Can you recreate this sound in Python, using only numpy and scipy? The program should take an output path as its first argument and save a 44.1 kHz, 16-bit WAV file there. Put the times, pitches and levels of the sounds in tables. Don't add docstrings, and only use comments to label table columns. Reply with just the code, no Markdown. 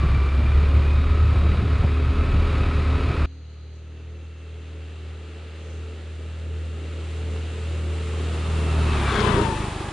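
import sys
import numpy as np
from scipy import signal
from scipy.fft import rfft, irfft, next_fast_len
from scipy.io import wavfile
from scipy.ndimage import uniform_filter1d

SR = 44100
rng = np.random.default_rng(int(sys.argv[2]) if len(sys.argv) > 2 else 0)


def digitize_waveform(pressure):
    field = np.atleast_2d(pressure).T
    bounded = np.clip(field, -1, 1)
    quanta = np.round(bounded * 32767).astype(np.int16)
    wavfile.write(sys.argv[1], SR, quanta)


N = 437472
T = np.arange(N) / SR
CUT_S = 3.259
TOP_HZ = 10800

# (time [s], firing rate [Hz])
RIDE_SPEED = [(0, 34.52), (.3, 34.65), (.48, 34.94), (.6, 36.15), (.74, 36.58), (.91, 36.55), (1.16, 38.05),
              (1.42, 37.52), (1.65, 37.86), (1.88, 37.2), (2.24, 37.96), (2.57, 37.56), (3.25, 37.33)]
# (time [s], drone level [dB], overtones against the drone [dB], mechanical level [dB])
RIDE_LEVELS = [(0, -21, -5.5, -36), (.7, -16, -2, -35.5), (1.15, -19.5, -1, -36.5), (1.38, -18, -6, -35),
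               (1.6, -19.5, 0.5, -36), (2.1, -19.5, 0.5, -36.5), (2.45, -21.5, 3.5, -34),
               (3.25, -20.5, 4.5, -34)]
# (multiple of firing rate [1], level at low revs [dB], level at cruising revs [dB])
RIDE_ORDERS = [(4, -20, -24), (5, -26, -28), (7, -29, -22.5), (8, -37, -35.5), (9, -26, -29.5),
               (10, -27.5, -29.5), (11, -24.5, -23.5), (12, -28.5, -34), (14, -36, -34.5), (15, -31, -33.5)]
# (time [s], depth [dB])
DRONE_DIPS = [(.01, 1), (0.301, -14), (.43, -1), (1.56, -15), (1.78, -14), (1.83, -12), (2.13, -10),
              (2.24, -9), (2.47, -2), (2.72, -9), (2.99, -19), (3.125, -16), (3.16, -21)]
# (time [s], tooth rate [dB], its octave [dB], its third multiple [dB])
RIDE_CHAIN = [(0, -6, -13, -29), (.27, -7, -11, -30), (.5, -18, -10, -27), (.6, -13, -17, -24),
              (.78, -11, -22, -21), (.9, -12, -8, -22), (1.02, -14, -19, -15), (1.2, -5, -16, -25),
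              (1.4, -12, -17, -18), (1.95, -14, -15.5, -22), (2.2, -8.5, -15, -24), (3.25, -12, -16, -25)]
# (frequency [Hz], relative level [dB])
RIDE_RUSH = [(120, -32), (250, -4), (400, -8.5), (540, -11), (867, -15.5), (1250, -9.5), (1600, -16.5),
             (2410, -17), (3150, -23), (3810, -23.5), (4900, -28.5), (5800, -39), (10000, -42.5),
             (11000, -77)]
# (frequency [Hz], width [Hz], relative level [dB])
COVERS = [(1060, 56, 4.5), (1310, 85, 4), (2340, 45, 4.5), (2450, 97, -5), (2710, 110, -11),
          (3780, 87, -14.5)]
# (frequency [Hz], relative level [dB])
BUFFET = [(8, -21.5), (18, -36), (30, 8.5), (70, 1.5), (110, 4), (160, -9), (230, -13), (400, -30.5),
          (900, -73)]
# (time [s], peak level [dB], half length [s], reach [Hz])
GUSTS = [(0.045, -21.5, 0.021, 220), (0.405, -24.5, 0.028, 220), (.62, -26, .025, 130),
         (1.354, -21.5, .025, 200), (1.454, -25, 0.037, 260), (1.53, -23, 0.023, 150),
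         (1.618, -23, 0.039, 160), (1.845, -22, 0.013, 420), (2.348, -25, 0.022, 258.8),
         (2.412, -21.5, 0.03, 149.8), (2.628, -24, .02, 200), (3.11, -31, 0.017, 449.5)]

# (time [s], firing rate [Hz])
PASS_SPEED = [(3.26, 38.4), (3.65, 38.3), (4, 39.3), (4.4, 39.6), (5.6, 39.9), (7.7, 40.1), (8.6, 39.7),
              (8.8, 39), (8.93, 38.4), (9, 35.79), (9.07, 34.4), (9.2, 31.42), (9.42, 27.27), (9.53, 26),
              (9.75, 24.64), (9.92, 24.3)]
# (time [s], level [dB])
PASS_DRONE = [(3.3, -38.5), (3.7, -39.5), (4.15, -36), (4.36, -39), (4.56, -35), (4.85, -36), (5.05, -34.5),
              (5.5, -37.5), (5.78, -32.5), (6.03, -35), (6.5, -30.5), (6.93, -31), (7.33, -27.5),
              (7.58, -30.5), (7.8, -26), (8.35, -26), (8.8, -21), (9.05, -24.5)]
# (multiple of firing rate [1], level at low revs [dB], level at cruising revs [dB])
PASS_ORDERS = [(1, -31, -30), (3, -13, -17.5), (5, -26, -27), (6, -25, -30.5), (7, -19.5, -24.5),
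               (8, -29, -27), (9, -30.5, -24), (10, -33, -27), (11, -31, -18.5), (13, -33, -28.5),
               (14, -38, -28)]
# (frequency [Hz], width [Hz], relative level [dB])
SILENCER = [(50, 30, -4), (78, 110, 1), (128, 50, -3.5), (213, 21, 0), (320, 33, -11), (388, 25, -9)]
# (frequency [Hz], width [Hz], relative level [dB])
TAILPIPE = [(25, 25, -5), (104, 114, 7), (388, 130, -13)]
# (frequency [Hz], width [Hz], relative level [dB])
PUFF = [(130, 66, -3), (321, 30, -0.5), (383, 24, -7)]
# (frequency [Hz], width [Hz], relative level [dB])
BOOM = [(200, 18, -3.5), (406.5, 15, 1.5)]
# (time [s], level against the rush [dB])
PASS_OCTAVE = [(3.7, -22), (3.87, -11), (4.45, -7), (4.6, -12), (4.9, -10.5), (5.3, -14.5), (8.4, -15),
               (8.65, -13), (8.93, -11), (9, -14), (9.08, -9), (9.14, -15), (9.25, -16)]
# (frequency [Hz], relative level [dB])
FAR = [(110, -52), (190, -8), (207, -2), (249, -5.5), (300, -5.5), (375, -1.5), (435, -2.5), (473, -4.5),
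       (686, -15.5), (1030, -22.5), (1240, -18.5), (2160, -19.5), (2790, -18.5), (5570, -30.5), (7950, -26),
       (10800, -38.5), (14000, -75), (22000, -120)]
# (frequency [Hz], relative level [dB])
NEAR = [(110, -53), (190, -0.5), (250, -7.5), (320, -4), (400, -1.5), (473, -10.5), (641, -12.5),
        (884, -12.5), (1200, -13), (1570, -21), (1770, -19), (3410, -23), (5860, -46), (8940, -41.5),
        (10800, -51.5), (14000, -75), (22000, -120)]
# (frequency [Hz], side minus mid [dB])
SCATTER = [(200, -27), (550, -15.5), (1000, -5), (3300, -11.5), (5800, -2), (10000, 1.5)]
# (time [s], level [dB], half length [s])
WHEELS = [(9.166, -31.5, 0.13), (9.323, -38, 0.15)]
# (frequency [Hz], relative level [dB])
WHOOSH = [(500, -34), (850, -21), (1100, 6.5), (1550, 7), (2000, -2), (2700, -11.5), (3600, -14),
          (5200, -17), (8000, -41), (12000, -48)]
# (frequency [Hz], width [Hz], relative level [dB])
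TREAD = [(1120, 60, 3), (1550, 70, 2.5), (3380, 300, -9)]
# (time [s], change [dB])
SCREEN = [(3.3, -4.5), (4.2, -2), (4.7, 0.5), (5.7, 1), (6.5, -1.5), (7.3, 1), (7.85, -0.9), (8.6, 0.5),
          (9.1, -0.5)]
# (level at the nearest point before screening [dB], nearest distance [m],
# loss per doubling of distance [dB], further loss per metre [dB/m], negative for a gain)
SHELL_PATH = (-25.5, 1.19, 4, 0.18)
RUSH_PATH = (-28, 1.86, 5, 0.0528)
TYRE_PATH = (-43, 1.9, 2.5, 0.38)
RUMBLE_PATH = (-30, 3, 7.5, 0.7)
PUTT_PATH = (-21, 0.7, 4, -0.25)

# (lowest [Hz], highest [Hz], level [dB], drop as it breaks off [dB], fade after that [dB/s])
INSECTS = [(3880, 4330, -65, 12, 4), (4450, 4680, -69, 12, 4), (5900, 6800, -70, 0, 1)]
# (time [s], peak level [dB], half length [s])
RUSTLES = [(2.4, -68, .018), (2.5, -72, 0.016), (3.77, -68, .05), (4.22, -75, .05), (4.66, -71, .05),
           (5.7, -61, .12)]
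# (frequency [Hz], relative level [dB])
RUSTLE = [(3000, -30), (4800, -7), (6200, 5), (7500, -4), (10000, -17)]
# (frequency [Hz], gain [dB])
PORT = [(3600, 0.5), (4200, 0), (5000, -2), (5700, -1.5), (6400, -1.5), (6850, 1), (7500, -2.5)]

DIP_S = 0.011
WIND_DB, WIND_SWING_DB, EDDIES_PER_S = -24, 1.5, 20
RIDE_REVS_HZ, PASS_REVS_HZ = (36.7, 37.3), (38.15, 39.9)
SPEED_M_S = 9
WHEELS_S, ENGINE_S, TAIL_S = 9.18, 9.2, 9.344
OCTAVE_DB, OCTAVE_NEAR_DB = -18.5, 6
SHUT_S, SHUT_FADE_S = 9.14, 0.057
PUTTS_S, PUTTS_FADE_S = 9.18, 0.083
LOADED_PUTTS = 0.4
PUFF_DB, PUFF_DECAY = -9, 0.65
BOOM_DB, BOOM_S, BOOM_HALF_S = -24.5, 9.3, 0.13
COAST_DB, COAST_S, COAST_FADE_S = -7, 9.52, 0.06
TAUT_SLACK, LOOSE_SLACK = 0.0015, 0.0025
LOOSE_S, LOOSE_FADE_S = 8.3, 0.103
TOOTH_DB = (-18, -14.5)
TOOTH_NEAR_DB, TOOTH_NEAR_S = 9, 0.25
THIRD_DB = -17
CASE_HZ, CASE_WIDTH_HZ, CASE_DB = 902, 37, 7
LEFT_SHARE, LEFT_S = 0.66, 0.2
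GRIT_HZ, GRIT_DB, GRIT_S, GRIT_HALF_S = (2600, 5600), -35.5, 9.207, .014
CHORUS_S, CHORUS_FADE_S = 3.83, .03


def saddle():
    drone_db, overtone_db, mechanical_db = curves(RIDE_LEVELS)
    turns = cycles(RIDE_SPEED, wobble=0.00199)
    dips = undb(sum(db * np.exp(-((T - s) / DIP_S) ** 2) for s, db in DRONE_DIPS))
    drone = line(turns, 2, 0.11, 30.05) * dips
    upper = overtones(turns, RIDE_ORDERS, RIDE_REVS_HZ, flutter=0.15) * undb(overtone_db)
    engine = (drone + upper) * undb(drone_db)
    rush = colour(noise(), RIDE_RUSH)
    rush = rush / np.std(band(rush, 700, 5000))
    rush = rush * beat(turns, depth=0.38, decay=.2) * undb(.5 * walk(9.7))
    covers = unit(ring(noise() * beat(turns, depth=0.58, decay=.2), COVERS))
    machine = undb(-2.5) * rush + undb(-10) * covers + saddle_chain(turns)
    wind = unit(colour(noise() * undb(WIND_SWING_DB * walk(EDDIES_PER_S)), BUFFET)) * undb(WIND_DB)
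    wind = wind * np.sqrt(dips)
    side = unit(colour(noise(), [(100, -20), (1000, -9), (3000, -3.5), (10000, 5)])) * undb(-74.5)
    return engine + machine * undb(mechanical_db) + wind + np.array([side, -side])


def saddle_chain(turns):
    tooth_db, octave_db, third_db = curves(RIDE_CHAIN)
    octave = undb(octave_db) * chain_line(turns, 68, 0.38, 120, slack=0.0013)
    tooth = undb(tooth_db) * chain_line(turns, 34, 0.42, 110, slack=0.002)
    third = undb(third_db) * chain_line(turns, 102, 0.47, 50)
    return (tooth + octave + third) * beat(turns, depth=0.83, decay=.3)


def verge(near_s=0.9, last_firing_s=9.884):
    turns = cycles(PASS_SPEED, wobble=0.00119)
    turns = turns - np.interp(last_firing_s, T, turns)
    near = alongside(near_s)
    shell, rush, hiss = np.sqrt(1 - near) * road_noise(FAR) + np.sqrt(near) * road_noise(NEAR)
    shell = shell * beat(turns, depth=0.66, decay=0.11) * undb(2.05 * walk(14)) * carried(SHELL_PATH, TAIL_S)
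    shell = shell * undb(COAST_DB * step(COAST_S, COAST_FADE_S)) + boom(turns)
    covers = unit(ring(noise(), [(1224, 130, 3.0), (2673, 140, -1.5), (3690, 550, -7)]))
    rush = doppler(undb(-1.5) * rush + undb(-9.5) * covers, WHEELS_S, SPEED_M_S, miss_m=1.3)
    rush = rush * beat(2 * turns, depth=0.3, decay=.25)
    machine = (rush + whine(turns)) * undb(.5 * walk(14)) * carried(RUSH_PATH, ENGINE_S)
    whoosh = sum(wheel(*row) for row in WHEELS) + grit()
    tyres = hiss * undb(.5 * walk(17)) * carried(TYRE_PATH, TAIL_S)
    left = LEFT_SHARE * alongside(LEFT_S)
    leaning = (machine + whoosh) * np.array([1 + left, 1 - left])
    return exhaust(turns, near) + shell + leaning + tyres + rumble() + insects()


def exhaust(turns, near):
    shut, exposed = step(SHUT_S, SHUT_FADE_S), step(PUTTS_S, PUTTS_FADE_S)
    octave = line(turns, 4, 0.11, 9) * undb(OCTAVE_DB + OCTAVE_NEAR_DB * near)
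    drone = line(turns, 2, 0.089, 11) + octave
    upper = overtones(turns, PASS_ORDERS, PASS_REVS_HZ, flutter=0.16)
    loaded = (drone + upper) * undb(curves(PASS_DRONE)[0])
    putt_gain = exposed + LOADED_PUTTS * near * (1 - exposed)
    bass = loaded * (1 - shut) + putts(turns) * putt_gain
    skew = undb(-24.5) * filtered(bass, lambda f: 1j)
    return bass + np.array([skew, -skew])


def overtones(turns, orders, revs_hz, flutter):
    firing_hz = uniform_filter1d(np.gradient(turns), SR // 4) * SR
    return sum(undb(np.interp(firing_hz, revs_hz, dbs)) * line(turns, order, flutter * np.sqrt(order), 13)
               for order, *dbs in orders)


def putts(turns):
    fired = np.diff(np.floor(turns), prepend=np.floor(turns[0]))
    thumps = ring(ring(fired * undb(0.72 * walk(30)), SILENCER), TAILPIPE)
    thumps = unit(colour(thumps, [(12, -12), (25, 2), (50, 9.5), (100, 8.5), (200, -2), (420, -15),
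                                  (600, -22), (2000, -52)]))
    puffs = band(noise(), 54, 480) * np.exp(-(turns % 1) / PUFF_DECAY)
    puffs = unit(ring(puffs, PUFF))
    return (thumps + undb(PUFF_DB) * puffs) * carried(PUTT_PATH, TAIL_S)


def boom(turns):
    shaken = unit(ring(noise() * beat(turns, depth=3.1, decay=0.26), BOOM))
    passing = doppler([shaken], BOOM_S, SPEED_M_S, miss_m=0.8)
    return passing * undb(BOOM_DB) / (1 + ((T - BOOM_S) / BOOM_HALF_S) ** 4)


def whine(turns, turn_s=0.053):
    behind, loose = step(ENGINE_S, turn_s), step(LOOSE_S, LOOSE_FADE_S)
    slack = TAUT_SLACK + LOOSE_SLACK * loose
    tooth_hz = 34 * curves(PASS_SPEED)[0]
    tooth_db = np.interp(behind, [0, 1], TOOTH_DB) + TOOTH_NEAR_DB * alongside(TOOTH_NEAR_S)
    tooth_db = tooth_db + CASE_DB / (1 + ((tooth_hz - CASE_HZ) / CASE_WIDTH_HZ) ** 2)
    octave = chain_line(turns, 68, 0.47, 130, slack=slack) * undb(curves(PASS_OCTAVE)[0])
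    third = chain_line(turns, 102, 0.6, 50) * undb(THIRD_DB) * alongside(TOOTH_NEAR_S)
    chain = chain_line(turns, 34, 0.44, 130, slack=slack) * undb(tooth_db) + octave + third
    return chain * beat(turns, depth=0.87 * loose, decay=0.25)


def chain_line(turns, order, flutter, rate, slack=0.0021):
    return line(turns + slack * walk(50), order, flutter, rate)


def cycles(speed, wobble):
    return np.cumsum(curves(speed)[0] * (1 + wobble * walk(14))) / SR


def line(turns, order, flutter, rate):
    angle = 2 * np.pi * (order * turns + rng.random())
    steady = (1 + flutter * walk(rate)) * np.sin(angle)
    quadrature = flutter * walk(rate) * np.cos(angle)
    return np.sqrt(2 / (1 + 2 * flutter ** 2)) * (steady + quadrature)


def beat(turns, depth, decay):
    return unit(1 + depth * np.exp(-(turns % 1) / decay))


def road_noise(spectrum):
    mid = colour(noise(), spectrum)
    side = colour(colour(noise(), spectrum), SCATTER)
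    stereo = np.array([mid + side, mid - side])
    parts = [band(stereo, lo, hi) for lo, hi in [(170, 640), (640, 4800), (4800, 13000)]]
    return np.array([p / np.std(p.mean(axis=0)) for p in parts])


def wheel(at_s, db, half_s):
    whoosh = unit(colour(noise(), WHOOSH)) + undb(-3.5) * unit(ring(noise(), TREAD))
    whoosh = doppler([whoosh], at_s, SPEED_M_S, miss_m=1.0)[0]
    return whoosh * undb(db + 2.2 * walk(140)) / (1 + ((T - at_s) / half_s) ** 2)


def grit():
    grains = unit(band(noise() * undb(4 * walk(190)), *GRIT_HZ))
    return grains * undb(GRIT_DB) * np.exp(-((T - GRIT_S) / GRIT_HALF_S) ** 2)


def rumble():
    air = colour(noise(), [(10, -12), (30, 7.5), (120, -2.5), (220, 2.0), (400, -36.0)])
    return unit(air) * carried(RUMBLE_PATH, ENGINE_S)


def carried(path, level_s):
    db, miss_m, doubling_db, metre_db = path
    distance = np.hypot(SPEED_M_S * (T - level_s), miss_m)
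    spreading_db = doubling_db * np.log2(distance / miss_m)
    further_db = metre_db * (distance - miss_m)
    return undb(db - spreading_db - further_db + curves(SCREEN)[0])


def doppler(x, closest_s, speed_m_s, miss_m):
    distance = np.hypot(speed_m_s * (T - closest_s), miss_m)
    emitted = T - distance / 343
    return np.array([np.interp(emitted, T, channel) for channel in x])


def alongside(half_s):
    return 1 / (1 + ((T - TAIL_S) / half_s) ** 4)


def gusts():
    air = colour(noise(), [(15, -16), (45, 0.0), (120, 4.5), (250, -3.5), (800, -2.0), (1500, -18), (4000, -25)])

    def puff(reach_hz):
        return unit(filtered(air, lambda f: 1 / (1 + (f / reach_hz) ** 2)))

    return sum(puff(reach_hz) * undb(db) * np.exp(-((T - s) / half_s) ** 2)
               for s, db, half_s, reach_hz in GUSTS)


def insects():
    since = np.maximum(T - CHORUS_S, 0)
    broken_off = step(CHORUS_S, CHORUS_FADE_S)

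    def port():
        return sum(undb(db - drop_db * broken_off - fade_db * since + walk(27)) * unit(band(noise(), lo, hi))
                   for lo, hi, db, drop_db, fade_db in INSECTS)

    return np.array([port(), port()])


def rustles():
    swell = sum(undb(db) * np.exp(-((T - s) / half_s) ** 2) for s, db, half_s in RUSTLES)
    return np.array([unit(colour(noise() * undb(3 * walk(150)), RUSTLE)) for _ in range(2)]) * swell


def undb(db):
    return 10 ** (np.asarray(db) / 20)


def unit(x):
    return x / np.sqrt(np.mean(x ** 2))


def curves(table):
    s, *columns = np.transpose(table)
    return [np.interp(T, s, c) for c in columns]


def step(at_s, fade_s):
    return .5 + .5 * np.tanh((T - at_s) / (2 * fade_s))


def walk(rate):
    steps = rng.standard_normal(2048)
    return 1.12 * np.interp(T * rate, np.arange(len(steps)), steps)


def noise():
    return rng.standard_normal(N)


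def filtered(x, response):
    size = next_fast_len(N + SR // 4, True)
    hz = np.maximum(np.fft.rfftfreq(size, 1 / SR), 1)
    return irfft(rfft(x, size) * response(hz), size)[:N]


def colour(x, points):
    hz, db = np.transpose(points)
    return filtered(x, lambda f: undb(np.interp(np.log(f), np.log(hz), db)))


def ring(x, modes):
    def response(f):
        return sum(undb(db) / (1 + 1j * (f * f - hz * hz) / (f * width)) for hz, width, db in modes)

    return filtered(x, response)


def band(x, lo_hz, hi_hz):
    edges = [lo_hz, min(hi_hz, SR / 2 - 100)]
    return signal.sosfilt(signal.butter(5, edges, "band", fs=SR, output="sos"), x)


def scene():
    riding = np.clip((CUT_S - T) * 1000, 0, 1)
    return riding * (saddle() + gusts()) + (1 - riding) * verge() + rustles()


def record(dry):
    heard = np.array([colour(channel, PORT) for channel in dry])
    return signal.sosfilt(signal.ellip(8, .2, 50, TOP_HZ, fs=SR, output="sos"), heard)


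dry = scene()
out = record(dry)
digitize_waveform(out)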